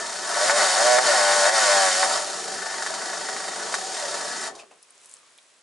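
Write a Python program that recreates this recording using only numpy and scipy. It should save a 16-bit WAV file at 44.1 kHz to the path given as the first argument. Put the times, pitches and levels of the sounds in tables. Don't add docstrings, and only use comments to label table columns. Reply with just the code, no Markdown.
import sys
import numpy as np
from scipy import signal
from scipy.fft import rfft, irfft
from scipy.io import wavfile
from scipy.ndimage import uniform_filter1d

SR = 44100
rng = np.random.default_rng(int(sys.argv[2]) if len(sys.argv) > 2 else 0)


def log_audio(samples):
    frames = np.atleast_2d(samples).T
    limited = np.clip(frames, -1, 1)
    pcm = np.round(limited * 32767).astype(np.int16)
    wavfile.write(sys.argv[1], SR, pcm)


N = 247842

# (time [s], knock rate [1/s])
DRIVE_SPEED = [
    [(.028, 30.7), (.22, 31.9), (.315, 60), (.402, 98.5), (.466, 107.3), (.562, 120), (.632, 97.1),
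     (.68, 91), (.728, 91.5), (.81, 115.7), (.858, 122.3), (.9, 123.6), (.95, 123), (1.022, 130),
     (1.18, 101.5), (1.225, 98.4), (1.26, 99), (1.295, 97.8), (1.335, 99.8), (1.41, 96.9), (1.456, 99),
     (1.535, 113), (1.691, 100), (1.77, 97.5), (1.86, 94), (1.919, 90.8), (2.029, 95.6), (2.204, 41),
     (2.4, 25.5)],
    [(2.54, 25.2), (2.7, 24.4), (2.94, 25.9), (3.557, 26), (3.66, 31.5), (3.942, 39)],
    [(3.942, 39), (4.281, 26), (4.47, 18)],
]
# (time [s], frame level [dB], rattle level [dB])
MOTOR_LEVELS = [(0.0, -35, -33), (0.21, -37.5, -33), (0.43, -23, -27), (0.57, -18.5, -25), (0.72, -23, -25),
                (0.85, -19.5, -26), (1.75, -17.5, -24), (2.15, -28, -26.5), (2.25, -38, -32),
                (2.57, -38, -33.5), (2.64, -35.5, -33), (3.7, -37, -33.5), (3.87, -41, -34),
                (4.02, -35.5, -31.5), (4.48, -38, -33.5), (4.53, -58, -57.5), (4.6, -61, -44.5),
                (4.65, -68, -68), (4.8, -72.5, -80)]
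# (time [s], blow on the frame [dB], dry snap [dB], cover shake [dB])
HARD_KNOCKS = [(0.497, 11, 25, -37), (0.86, 17, 1, -26), (0.986, 6, 24, -43), (2.03, 17.5, 22, -38),
               (2.823, 3, 13, -34), (2.863, 3, 12, -34), (3.741, 13, 19, -27), (2.939, -14, 9, -33.5),
               (3.13, 6, 6, -40), (3.287, 8, 7, -40), (3.365, -2, 11.5, -45), (3.724, 2, 1, -35),
               (3.782, 0, -13, -36), (3.967, 5, 5, -38), (3.995, 0, -11, -36), (4.141, 7.5, -4, -34),
               (4.434, 3, 6, -35), (4.55, -19, -20, -45.5), (4.591, -19, -17, -53), (4.711, -19, -24, -64)]
# (frequency [Hz], width [Hz], relative level [dB])
FRAME_MODES = [(651, 32, -3.5), (755, 35.6, 0), (901, 30, -2.5), (965, 35, -4.5), (1135, 46, -5),
               (1318, 72, -6), (1494, 32.5, -2.5), (1718, 72, -3), (1780, 72, -8), (1888, 51, -4.5),
               (2060, 91, -11)]
# (frequency [Hz], width [Hz], relative level [dB])
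HUB_MODES = [(2380, 930, -4.5), (3150, 64, 2), (3293, 17, 3), (3662, 235, 2.5), (4255, 280, 2),
             (4617, 152, 6.5), (5250, 190, 4.5), (5680, 180, 7.5), (5960, 950, 2.5), (6955, 320, 5),
             (7010, 47, 11), (7426, 170, 4.5), (7890, 550, -1), (8860, 710, 1), (10040, 450, -4),
             (10870, 230, -5.5)]
# (delay [ms], level [dB])
PANEL_ECHOES = [(5.5, -7), (10.9, -10)]
# (time [s], peak level [dB], frequency [Hz], decay [ms])
JACKET_CRACKLES = [(4.828, -31, 10000, 0.5), (4.832, -39.5, 5500, 0.55), (4.906, -36, 9430, 1.9),
                   (4.979, -38, 6800, .6), (5.0157, -45, 8500, .6), (5.0454, -41, 7600, .6),
                   (5.058, -33, 9500, .6), (5.095, -37, 7760, 2.1), (5.113, -35, 8100, .8),
                   (5.123, -41, 7660, 1.4), (5.1393, -26.5, 8500, 0.49), (5.168, -37, 6120, 1.5),
                   (5.189, -40, 10200, .6), (5.378, -38, 8500, .6), (5.385, -38, 2960, 3.4)]
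# (frequency [Hz], relative level [dB])
RUSTLE_SPECTRUM = [(24, -46.5), (40, -40), (93, -20.5), (569, -3), (829, -7), (1020, -4), (1210, -4.5),
                   (7210, -8), (11000, -15.5)]
# (frequency [Hz], relative level [dB])
RUMBLE_SPECTRUM = [(24, -74.5), (40, -34.5), (91, -31.5), (184, -10.5), (302, -10.5), (356, -3), (437, 0),
                   (470, -2), (610, -65.5), (1030, -120)]
# (frequency [Hz], width [Hz], level [dB])
SNAP_MODE = [(1400, 1200, -10)]
# (time [s], depth [dB])
LOAD_DIPS = [(0.524, 5.5), (0.999, 6), (1.504, 7.5), (2.064, 4)]
# (frequency [Hz], width [Hz], level [dB])
SINGING_MODES = [(595, 80, 0), (762, 55, 0)]
# (time [s], lower resonance [dB], upper resonance [dB])
SINGING_LEVELS = [(0.0, -40, -42), (0.22, -45.5, -41), (0.42, -26, -31), (0.63, -26, -27), (0.69, -35, -28),
                  (0.84, -21, -22.5), (0.95, -18, -22.5), (1.05, -31, -36), (1.09, -23.5, -33.5),
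                  (1.14, -26, -24.5), (1.37, -27, -24.5), (1.47, -23, -36.5), (1.56, -31.5, -27.5),
                  (1.69, -23.5, -28), (1.75, -28, -22), (1.85, -26, -27), (1.92, -33, -38.5),
                  (2.0, -29.5, -27), (2.33, -43.5, -38.5), (3.95, -42, -37), (4.02, -34, -42),
                  (4.48, -49, -39.5), (4.66, -80, -84)]
# (start [s], length between fades [s], level [dB])
WHISTLE_NOTES = [(0, 0.036, -37.5), (2.63, 0.11, -39.5), (4.434, 0.077, -49)]
# (time [s], level [dB])
SCRAPE_LEVELS = [(4.46, -80), (4.5, -49), (4.56, -46), (4.64, -49.5), (4.705, -82), (4.715, -49),
                 (4.745, -60), (4.82, -78)]
# (frequency [Hz], width [Hz], relative level [dB])
SCRAPE_MODES = [(645, 220, -1), (850, 240, -4.5), (1050, 130, -5)]
# (time [s], level at the start [dB])
KNOCK_RINGS = [(4.592, -44), (4.709, -56.5)]
# (frequency [Hz], width [Hz], level [dB])
KNOCK_RING_MODE = [(2540, 310, 0)]
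# (start [s], top [s], end [s], height [dB])
JACKET_SWELL = (4.77, 5.04, 5.63, 4.6)
# (start [s], top [s], end [s], height [dB])
SLEEVE_RISE = (4.6, 5.25, 5.4, 16)
# (frequency [Hz], width [Hz], level [dB])
SLEEVE_MODE = [(1170, 360, 0)]
# (start [s], top [s], end [s], height [dB])
CRINKLE_RISE = (4.94, 5.13, 5.22, 12.6)
# (frequency [Hz], width [Hz], level [dB])
CRINKLE_MODE = [(8300, 3500, 0)]

SLOW_PER_S, FAST_PER_S = 30, 95
CLEAN_SLOW, CLEAN_FAST, UNSTEADY_SLOW_PER_S, UNSTEADY_FAST_PER_S = .33, .965, .7, 6.5
SNAP_SLOW_DB, SNAP_FAST_DB, UNEVEN_SLOW_DB, UNEVEN_FAST_DB = 7, 0, 1.8, .9
WAVER_DB, WAVER_PER_S = 1.8, 14
DIP_FALL_S, DIP_RISE_S = 0.01, 0.061
WHISTLE_HZ, WHISTLE_FADE_S = 1778, .03
KNOCK_RING_DECAY_S = 0.022
RUMBLE_SLOW_DB, RUMBLE_FAST_DB, RUMBLE_OFF_S, RUMBLE_FADE_DB_PER_S = -45, -42, 4.457, 77
HISS_DB, SLEEVE_REST_DB, CRINKLE_REST_DB = -59.5, -80.5, -65
RUSTLE_LIKENESS = 0.59
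ROOM_T60_S, ROOM_DB, SIDE_T60_S, SIDE_DB = 0.17, -14.5, .12, -10.5
CUTOFF_HZ = 11030


def amp(db):
    return 10 ** (np.asarray(db) / 20)


def rms_one(x):
    return x / np.sqrt(np.mean(x ** 2) + 1e-20)


def in_time(rows):
    s, *columns = np.transpose(rows)
    return [np.interp(np.arange(N) / SR, s, c) for c in columns]


def swell(start, top, end, height_db):
    return np.interp(np.arange(N) / SR, [start, top, end], [0, height_db, 0])


def resonate(x, modes, waver_db=0):
    out = 0
    for k, (hz, width_hz, level_db) in enumerate(modes):
        r = np.exp(-np.pi * width_hz / SR)
        poles = [1, -2 * r * np.cos(2 * np.pi * hz / SR), r * r]
        gain = amp(level_db)
        if waver_db:
            chance = amp(waver_db * rng.standard_normal(round(N / SR * WAVER_PER_S)))
            places = np.linspace(0, len(chance) - 1, N)
            gain = gain * np.interp(places, np.arange(len(chance)), rms_one(chance))
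        ring = signal.lfilter([1 - r * r, 0, r * r - 1], poles, x + 1e-18)
        out = out + (-1) ** k * gain * ring
    return out


def grains(per_s, spread_db):
    sizes = amp(spread_db * np.minimum(rng.exponential(1, N), 5)) * rng.choice([-1, 1], N)
    return rms_one(sizes * (rng.random(N) < per_s / SR))


def coloured(points, likeness):
    hz = np.maximum(np.fft.rfftfreq(N, 1 / SR), 1)
    points_hz, points_db = np.transpose(points)
    colour = amp(np.interp(np.log(hz), np.log(points_hz), points_db))
    mid, side = irfft(rfft(rng.standard_normal((2, N))) * colour, N)
    alike = np.clip(likeness, 0, 1)
    return rms_one(np.sqrt(1 + alike) * mid + np.sqrt(1 - alike) * side * [[1], [-1]])


def steps():
    per_s, count, t = np.zeros(N), np.zeros(N), np.arange(N) / SR
    for rows in DRIVE_SPEED:
        on = t >= rows[0][0]
        per_s[on] = in_time(rows)[0][on]
        count[on] = np.cumsum(per_s[on]) / SR
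    return np.where(per_s > 0, per_s, DRIVE_SPEED[0][0][1]), count


def by_speed(slow, fast):
    return slow + (fast - slow) * np.clip((steps()[0] - SLOW_PER_S) / (FAST_PER_S - SLOW_PER_S), 0, 1)


def drive():
    per_s, count = steps()
    change = uniform_filter1d(np.abs(np.gradient(np.log(per_s))) * SR, size=2000)
    unsteady = change / by_speed(UNSTEADY_SLOW_PER_S, UNSTEADY_FAST_PER_S)
    clean = by_speed(CLEAN_SLOW, CLEAN_FAST) / (1 + unsteady ** 2)
    struck = np.diff(np.floor(count), prepend=-1) != 0
    struck[round(DRIVE_SPEED[-1][-1][0] * SR):] = False
    strength = amp(by_speed(UNEVEN_SLOW_DB, UNEVEN_FAST_DB) * rng.standard_normal(N))
    knocks = struck * strength * np.sqrt(SR / per_s)
    stir = signal.lfilter([1], [1, -np.exp(-1 / (0.013 * SR))], struck)
    turning = np.arange(N) < MOTOR_LEVELS[-1][0] * SR
    grind = turning * rms_one(grains(3000, 1.6) * (1 + 0.27 * stir))
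    return np.sqrt(clean) * knocks, np.sqrt(1 - clean) * grind, stir, turning


def hard_knocks(column):
    clicks = np.zeros(N)
    for row in HARD_KNOCKS:
        clicks[round(row[0] * SR)] = amp(row[column])
    return clicks


def singing(push):
    white = rng.standard_normal(SR)
    out = 0
    for level_db, mode in zip(in_time(SINGING_LEVELS), SINGING_MODES):
        ring = resonate(resonate(amp(level_db) * push, [mode]), [mode])
        out = out + ring / np.std(resonate(resonate(white, [mode]), [mode]))
    return out


def whistle():
    t = np.arange(N) / SR
    on = 0
    for s, hold_s, level_db in WHISTLE_NOTES:
        inside_s = np.minimum(t - s, s + hold_s - t)
        on = on + amp(level_db) * np.clip(inside_s / WHISTLE_FADE_S + 1, 0, 1)
    return on * np.sqrt(2) * np.sin(2 * np.pi * WHISTLE_HZ * t)


def ringing_frame(knocks, grind, frame_db):
    scale = np.std(resonate(rng.standard_normal(N), FRAME_MODES + SNAP_MODE))
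    blows = amp(frame_db - 3.5) * knocks / scale
    grinding = amp(frame_db + 6.5) * grind / scale
    snap_gain = amp(by_speed(SNAP_SLOW_DB, SNAP_FAST_DB))
    dry_snap = resonate(snap_gain * blows + hard_knocks(2), SNAP_MODE)
    snap = dry_snap
    for delay_ms, level_db in PANEL_ECHOES:
        snap = snap + amp(level_db) * np.roll(dry_snap, round(delay_ms * SR / 1000))
    ring = resonate(blows + hard_knocks(1) + grinding, FRAME_MODES, WAVER_DB)
    frame = ring + snap + singing(knocks + grind) + whistle()
    band = signal.butter(4, [470, 2120], "band", fs=SR, output="sos")
    return signal.sosfilt(band, frame)


def hub_rattle(knocks, stir, turning, rattle_db):
    rattle = turning * rms_one(grains(12000, 2.3) * (1 + 0.52 * stir)) + 0.074 * knocks
    rattle = amp(rattle_db) * rattle / np.std(resonate(rattle, HUB_MODES))
    shake = rng.standard_normal(600) * np.exp(-np.arange(600) / (0.036 * SR))
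    for s, _, _, shake_db in HARD_KNOCKS:
        rattle[round(s * SR):][:600] += amp(shake_db) * shake
    return resonate(rattle, HUB_MODES)


def motor():
    dip_db = sum(swell(s - DIP_FALL_S, s, s + DIP_RISE_S, depth_db) for s, depth_db in LOAD_DIPS)
    frame_db, rattle_db = in_time(MOTOR_LEVELS) - dip_db
    knocks, grind, stir, turning = drive()
    frame = ringing_frame(knocks, grind, frame_db)
    return frame + hub_rattle(knocks, stir, turning, rattle_db) + coasting()


def rumble():
    coasting_s = np.maximum(np.arange(N) / SR - RUMBLE_OFF_S, 0)
    slow_noise = uniform_filter1d(uniform_filter1d(rng.standard_normal(N), size=3000), size=3000)
    lumps_db = 1.2 * rms_one(slow_noise)
    level_db = by_speed(RUMBLE_SLOW_DB, RUMBLE_FAST_DB) - RUMBLE_FADE_DB_PER_S * coasting_s + lumps_db
    return amp(level_db) * coloured(RUMBLE_SPECTRUM, likeness=0.88)


def rustle():
    hiss = amp(HISS_DB + swell(*JACKET_SWELL)) * coloured(RUSTLE_SPECTRUM, RUSTLE_LIKENESS)
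    sleeve = rms_one(resonate(grains(1200, 3.0), SLEEVE_MODE))
    sleeve = amp(SLEEVE_REST_DB + swell(*SLEEVE_RISE)) * sleeve
    crinkle = rms_one(resonate(grains(2000, 3.2), CRINKLE_MODE))
    crinkle = amp(CRINKLE_REST_DB + swell(*CRINKLE_RISE)) * crinkle
    return hiss + sleeve + crinkle


def coasting():
    t = np.arange(N) / SR
    decay = 0
    for s, level_db in KNOCK_RINGS:
        decay = decay + amp(level_db) * (t >= s) * np.exp(-np.maximum(t - s, 0) / KNOCK_RING_DECAY_S)
    white = rng.standard_normal(N)
    hollow_ring = resonate(decay * white, KNOCK_RING_MODE) / np.std(resonate(white, KNOCK_RING_MODE))
    scrape = rms_one(resonate(grains(3000, 2.0), SCRAPE_MODES))
    return amp(in_time(SCRAPE_LEVELS)[0]) * scrape + hollow_ring


def crackles():
    out, t = np.zeros(N), np.arange(400) / SR
    bursts = rng.standard_normal((len(JACKET_CRACKLES), 400))
    for (s, peak_db, hz, decay_ms), burst in zip(JACKET_CRACKLES, bursts):
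        band = [(hz, 0.65 * hz, 0)]
        fade = np.exp(-1000 * t / decay_ms) + .12 * np.exp(-t / .005)
        snap = resonate(resonate(burst * fade, band), band)
        out[round(s * SR):][:400] += amp(peak_db) * snap / np.max(np.abs(snap))
    return out


def workshop(x):
    t = np.arange(round(.4 * SR)) / SR
    tail = rng.standard_normal((2, len(t))) * amp(-60 * t / [[ROOM_T60_S], [SIDE_T60_S]]) * (t > .001)
    tail = tail / np.sqrt(np.sum(tail ** 2, axis=1, keepdims=True))
    mid, side = amp([[ROOM_DB], [SIDE_DB]]) * tail
    mid[0] = 1
    balance = amp([[.35], [-.35]])
    response = mid * balance + side * [[1], [-1]]
    return signal.fftconvolve(x[None], response, axes=1)[:, :N]


def scene():
    return workshop(motor() + crackles()) + rumble() + rustle()


def record(dry):
    return signal.sosfilt(signal.ellip(12, .5, 70, CUTOFF_HZ, fs=SR, output="sos"), dry)


dry = scene()
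out = record(dry)
log_audio(out)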